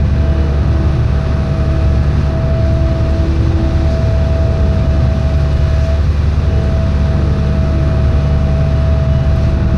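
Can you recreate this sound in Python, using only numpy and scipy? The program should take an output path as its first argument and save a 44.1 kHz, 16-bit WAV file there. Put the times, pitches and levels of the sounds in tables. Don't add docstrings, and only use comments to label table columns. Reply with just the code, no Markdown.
import sys
import numpy as np
from scipy import signal
from scipy.fft import rfft, irfft, next_fast_len
from scipy.io import wavfile
from scipy.ndimage import uniform_filter1d, minimum_filter1d

SR = 44100
rng = np.random.default_rng(int(sys.argv[2]) if len(sys.argv) > 2 else 0)


def generate_wav(sig):
    pcm = np.round(np.clip(np.atleast_2d(sig).T, -1, 1) * 32767).astype(np.int16)
    wavfile.write(sys.argv[1], SR, pcm)


N = 430857

WHINE_ORDER = 36


def undb(db):
    return 10 ** (np.asarray(db) / 20)


def curves(table):
    s, *columns = np.transpose(table)
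    return [np.interp(np.arange(N) / SR, s, c) for c in columns]


def walk(rate):
    hold = int(SR / rate)
    steps = np.repeat(rng.standard_normal(N // hold + 1), hold)
    slewed = uniform_filter1d(uniform_filter1d(steps, hold), hold)
    return 1.16 * slewed[:N]


def tone(turns, db, waver_db=0., rate=3.):
    level = undb(db + waver_db * walk(rate))
    return np.sqrt(2) * level * np.sin(2 * np.pi * (turns + rng.random()))


def swell(s, span):
    return np.exp(-np.abs((np.arange(N) / SR - s) / (span / 2)) ** 2.2)


def lifted(rest_db, rows):
    return 20 * np.log10(undb(rest_db) + sum(undb(db) * swell(s, span) for s, span, db in rows))


def colour(x, points):
    size = next_fast_len(N)
    hz, db = np.transpose(points)
    log_hz = np.log(np.arange(size // 2 + 1) * SR / size + 1)
    density_db = np.interp(log_hz, np.log(hz), db, -200, -200)
    return irfft(rfft(x, size) * undb(density_db), size)[:N] * np.sqrt(SR / 2)


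def band(x, low_hz, high_hz):
    y = signal.sosfilt(signal.butter(2, [low_hz, high_hz], "band", fs=SR, output="sos"), x)
    return y / np.std(y)


def low_pass(x, hz):
    return signal.sosfiltfilt(signal.butter(2, hz, fs=SR, output="sos"), x)


def engine(cycles, effort, fire_db, octave_db):
    order = [2, 6, 10, 13, 14, 16, 20, 21, 23, 25, 27, 28, 30, 32, 33, 34, 38, 40, 42, 43, 44, 46, 53, 60,
             62, 63, 64, 67, 68, 69, 70, 76, 79, 80, 81, 83, 84, 86, 94, 100]
    order_db = [-28.5, -29, -41, -50, -45, -48.5, -41, -52.5, -46.5, -50, -44, -45.5, -48.5, -51, -46, -56,
                -48, -51.5, -51, -46.5, -50.5, -52.5, -61.5, -55, -54, -56.5, -51, -56.5, -51, -51.5, -59,
                -64, -64.5, -56.5, -50.5, -57, -55, -51.5, -51, -63.5]
    belt_ratio, belt_depth = .59, .3

    belt = 1 + belt_depth * np.sin(2 * np.pi * belt_ratio * cycles)
    boom = belt * tone(4 * cycles, fire_db, 0.26, 8) + tone(8 * cycles, octave_db, 1.6, 9.8)
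    lines = 0
    for k, db in zip(order, order_db):
        waver_db = min(1.3 + 0.14 * k, 3.5)
        lines = lines + tone(k * cycles, db + 0.015 * k * effort, waver_db, 5)
    return boom + lines


def panel_lifts(cycles):
    # centre in seconds, length in seconds, level added to multiple 24 in dB, to multiple 26 in dB.
    lifts = np.array([(.41, .35, -36, -35), (1.72, 0.71, -42, -40), (3.13, .35, -41, -48),
                      (4.1, .7, -41, -42), (4.7, 0.48, -36, -40), (6.59, 0.36, -35, -37),
                      (7.3, 0.58, -34.5, -36), (8.103, .8, -48, -38), (8.87, 0.64, -39, -50),
                      (9.77, 0.35, -44, -42)])
    out = 0
    for k, column in ((24, 2), (26, 3)):
        level_db = lifted(-58.5, lifts[:, [0, 1, column]])
        out = out + tone(k * cycles + .05 * walk(15), level_db, 3.0, 10)
    return out


def blower(blade_db):
    # multiple of the blower turn, level in dB against the blade level.
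    parts = [(1, -10.5), (4, -6), (5, 1.5), (7, -8)]
    turns = np.cumsum(39.07 + 0.0478 * walk(2.965)) / SR
    return sum(tone(k * turns, blade_db + db, 2.25, 6) for k, db in parts)


def pump(cycles, effort):
    # time in seconds, level in dB.
    whine = [(0, -29.5), (.08, -38.5), (.25, -27.5), (.58, -34), (1.08, -33.5), (1.5, -28), (1.88, -28),
             (2.16, -35.5), (2.35, -25.5), (2.7, -23), (3.1, -26.5), (3.24, -25), (3.29, -38.5),
             (3.53, -35.5), (3.64, -26.5), (3.79, -30.5), (3.93, -24), (4.52, -25), (5.7, -29.5),
             (5.91, -23), (6.09, -44.5), (6.3, -39), (6.55, -29), (6.83, -25), (6.96, -32.5), (7.12, -27),
             (7.25, -34), (7.55, -28), (8.35, -28.5), (8.8, -25.5), (9.48, -27.5), (9.64, -33.5),
             (9.77, -26.5)]
    # centre in seconds, length in seconds, added level in dB.
    surges = [(.25, .6, -33.5), (.79, 0.19, -27), (.97, 0.086, -32), (1.81, 0.64, -32.5),
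              (2.357, 0.14, -32.5), (2.9, 0.55, -29.5), (3.272, 0.18, -25), (3.58, 0.33, -22.5),
              (3.82, 0.094, -27.5), (4.49, 0.31, -37.5), (4.973, .1, -30), (7.21, 0.14, -32.5),
              (7.78, 0.15, -29.5), (9.55, 0.47, -34)]
    # centre in seconds, length in seconds, added level in dB.
    ninth = [(0.417, .45, -50), (3.0, .9, -55.5), (4.854, .7, -56), (5.6, .7, -51), (6.6, 0.33, -54),
             (8.3, 0.98, -54), (9.1, .6, -54)]

    strokes = WHINE_ORDER / 2 * cycles + 0.0065 * walk(40)
    whine_db, = curves(whine)
    fourth_db = -46.5 + 2.5 * effort + 0.41 * (whine_db - whine_db.mean())
    return (tone(strokes, lifted(-42, surges), 1.8, 14)
            + tone(2 * strokes, whine_db, 0.97, 14)
            + tone(4 * strokes, fourth_db, 2, 4)
            + tone(9 * strokes, lifted(-69.5, ninth), 3.5, 12))


def clatter(cycles, repeat, gate):
    pattern = rng.standard_normal(int(SR / 18))
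    again = pattern[(cycles % 1 * len(pattern)).astype(int)]
    angle = 2 * np.pi * cycles
    pulse = np.cos(4 * angle) + 0.76 * np.cos(2 * angle + 0.65) + 0.65 * np.cos(angle)
    fresh = rng.standard_normal(N)
    return (1 + gate * pulse) * (repeat * again + np.sqrt(1 - repeat ** 2) * fresh)


def rumble(cycles):
    # frequency in Hz, density in dB per Hz before the level moves.
    spectrum = [(2, -60.5), (24, -50.5), (38, -41.5), (47, -54.5), (56, -36), (85, -39), (125, -36),
                (150, -47), (205, -49.5), (235, -47), (300, -58), (350, -53.5), (450, -58.5), (950, -65)]
    # time in seconds, level in dB.
    cab = [(0, -29.5), (2.0, -29.5), (2.7, -29), (3.5, -27), (4.0, -28), (5.2, -29), (6.1, -32.5),
           (6.55, -29), (7.3, -29), (9.0, -30.5), (9.77, -29)]

    cab_db, = curves(cab)
    low = colour(clatter(cycles, repeat=0.15, gate=0.11), spectrum)
    deep = low_pass(low, 130)
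    upper_db = cab_db - cab_db.mean() + .6 * walk(4.5)
    return deep * undb(2.8 * walk(4)) + (low - deep) * undb(upper_db)


def roar_and_oil(cycles, effort):
    # frequency in Hz, density in dB per Hz before the level moves.
    spectrum = [(950, -63.5), (1600, -66.5), (2000, -67.5), (2200, -73), (2500, -69.5), (2980, -74),
                (3100, -77), (3400, -74), (4000, -74), (6200, -82.5), (7000, -92.5), (10000, -98),
                (11500, -104), (15000, -112)]
    # time in seconds, level in dB.
    jet = [(0.05, -50.5), (2.26, -47), (2.34, -50.5), (3.17, -46), (3.6, -46.5), (3.93, -44.5), (4.17, -47),
           (5.68, -45.5), (5.84, -43.5), (6.0, -46.5), (9.31, -49), (9.45, -46.5), (9.58, -51), (9.72, -50)]

    jet_db, = curves(jet)
    jet_db = jet_db - jet_db.mean()
    block = low_pass(colour(clatter(cycles, repeat=0.44, gate=0.11), spectrum), 2240)
    oil = colour(clatter(cycles, repeat=0.22, gate=0.035), spectrum)
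    below_jet = low_pass(oil, 4800)
    flow = below_jet - low_pass(below_jet, 1840)
    return (block * undb(0.1 * effort + .5 * walk(5.2))
            + flow * undb(0.24 * jet_db + 0.55 * walk(12))
            + (oil - below_jet) * undb(jet_db + .3 * walk(18)))


def panel_rings():
    # centre in Hz, width in Hz, level in dB.
    rings = [(1128, 28, -52.5), (1219, 73, -55.5), (1480, 90, -49.5), (2410, 240, -53.5), (2630, 120, -56)]
    return sum(undb(db + 2.0 * walk(13)) * band(rng.standard_normal(N), hz - w / 2, hz + w / 2)
               for hz, w, db in rings)


def narrow_hisses():
    # centre in seconds, length in seconds, added level in dB.
    lower = [(1.4, 2.9, -68.5), (7.9, 3.1, -69)]
    # centre in seconds, length in seconds, added level in dB.
    upper = [(5.85, 1.0, -73)]
    hiss = undb(lifted(-74.5, lower) + 1.1 * walk(6)) * band(rng.standard_normal(N), 9250, 9850)
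    thin = undb(lifted(-82, upper) + 1.1 * walk(6)) * band(rng.standard_normal(N), 12700, 13400)
    return hiss + thin


def rasps():
    out = 0
    for hz in (2370, 2440, 2500):
        pitch_hz = hz + 40 * walk(3) + 35 * walk(60)
        out = out + tone(np.cumsum(pitch_hz) / SR, -58, 4.5, 12)
    return out


def hums():
    # centre in seconds, length in seconds, level in dB, mean pitch in Hz.
    spells = [(1.155, .5, -18, 113.5), (2.25, 2.2, -22.5, 117), (3.5, 1.4, -21, 93.7),
              (4.603, 1.4, -21, 92.7), (6.494, 2.6, -20, 94.35), (8.996, 3.7, -22, 94.3),
              (5.203, 2.7, -30, 116.2), (8.695, .8, -28, 118), (9.124, 0.27, -17.5, 130),
              (9.6, 0.52, -23, 110), (9.76, 0.26, -19.5, 187.6)]
    out = 0
    for s, span, db, hz in spells:
        turns = np.cumsum(hz + 2.495 * walk(12)) / SR
        out = out + swell(s, span) * tone(turns, db, 3.4)
    return out


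def bucket():
    # start in seconds, length in seconds, level in dB, centre in Hz.
    scrapes = [(2.65, .03, -58, 8500), (2.66, .04, -46, 5000), (2.72, .03, -59, 8800),
               (3.096, .025, -52, 7000), (3.302, 0.11, -49, 4590), (3.715, .04, -64, 9000),
               (3.9, 0.074, -40, 4800), (4.11, .03, -62, 10800), (5.4, 0.031, -42, 4500),
               (5.405, .02, -54, 8500), (5.52, .03, -55, 7500), (5.79, 0.11, -47, 5660),
               (6.617, .05, -58, 7500), (9.41, .045, -45, 5300), (9.49, .025, -56, 7500)]
    # start in seconds, level in dB before a 5 dB cut.
    ticks = [(3.1094, -46), (5.3754, -39), (5.4026, -44), (5.5817, -49), (6.1709, -45), (9.3616, -41),
             (9.4154, -48)]

    t = np.arange(N) / SR
    grit = rng.standard_normal(N) * undb(3.5 * walk(400))
    scrape, fade = 0, 0
    for s, span, db, hz in scrapes:
        hump = np.exp(-((t - s - span / 2) / (span / 2)) ** 2)
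        scrape = scrape + undb(db) * hump * band(grit, 0.86 * hz, 1.17 * hz)
    for s, db in ticks:
        fade = fade + undb(db) * np.exp(-np.maximum(t - s, 0) / .0022) * (t >= s)
    return scrape + undb(-5) * fade * band(rng.standard_normal(N), 7000, 15000)


def scene():
    # time in seconds, whine pitch in Hz.
    speed = [(0.0, 656.2), (0.22, 656.4), (0.55, 650), (1.98, 649.6), (2.76, 655.5), (3.11, 652.9),
             (3.3, 657), (3.66, 653.9), (4.5, 654.9), (4.7, 651), (5.73, 650.2), (6.0, 658), (6.39, 654.9),
             (6.54, 652.0), (6.94, 655.7), (7.16, 649.2), (8.4, 649.4), (8.66, 652.7), (9.05, 651.2),
             (9.5, 654.4), (9.77, 651.1)]
    # time in seconds, firing level in dB, its octave in dB, blower blades in dB.
    firing = [(0.0, -11.5, -20.5, -28), (1.03, -16, -23.5, -31), (2.02, -14.5, -18.5, -30),
              (3.5, -15, -25, -33.5), (4.25, -13.5, -23, -30.5), (5.48, -13.5, -20, -29),
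              (6.11, -13.5, -26, -32.5), (7.36, -14, -18.5, -27), (8.58, -13, -18, -28),
              (9.77, -15.5, -22, -27)]

    whine_hz, = curves(speed)
    cycles = np.cumsum(whine_hz / WHINE_ORDER) / SR
    effort = (whine_hz.mean() - whine_hz) / whine_hz.std()
    fire_db, octave_db, blade_db = curves(firing)
    machine = engine(cycles, effort, fire_db, octave_db) + panel_lifts(cycles) + blower(blade_db)
    machine = machine + pump(cycles, effort)
    noise = rumble(cycles) + roar_and_oil(cycles, effort) + panel_rings() + narrow_hisses()
    return (machine + noise + rasps() + hums() + bucket())[None]


def record(dry, top=0.66, ratio=6.4, hold_s=0.013):
    duck = np.minimum(top / (np.abs(dry[0]) + 1e-9), 1) ** (1 - 1 / ratio)
    span = int(hold_s * SR)
    held = dry * uniform_filter1d(minimum_filter1d(duck, span), span)
    return signal.sosfilt(signal.ellip(8, .2, 70, 15200, fs=SR, output="sos"), held)


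dry = scene()
out = record(dry)
generate_wav(out)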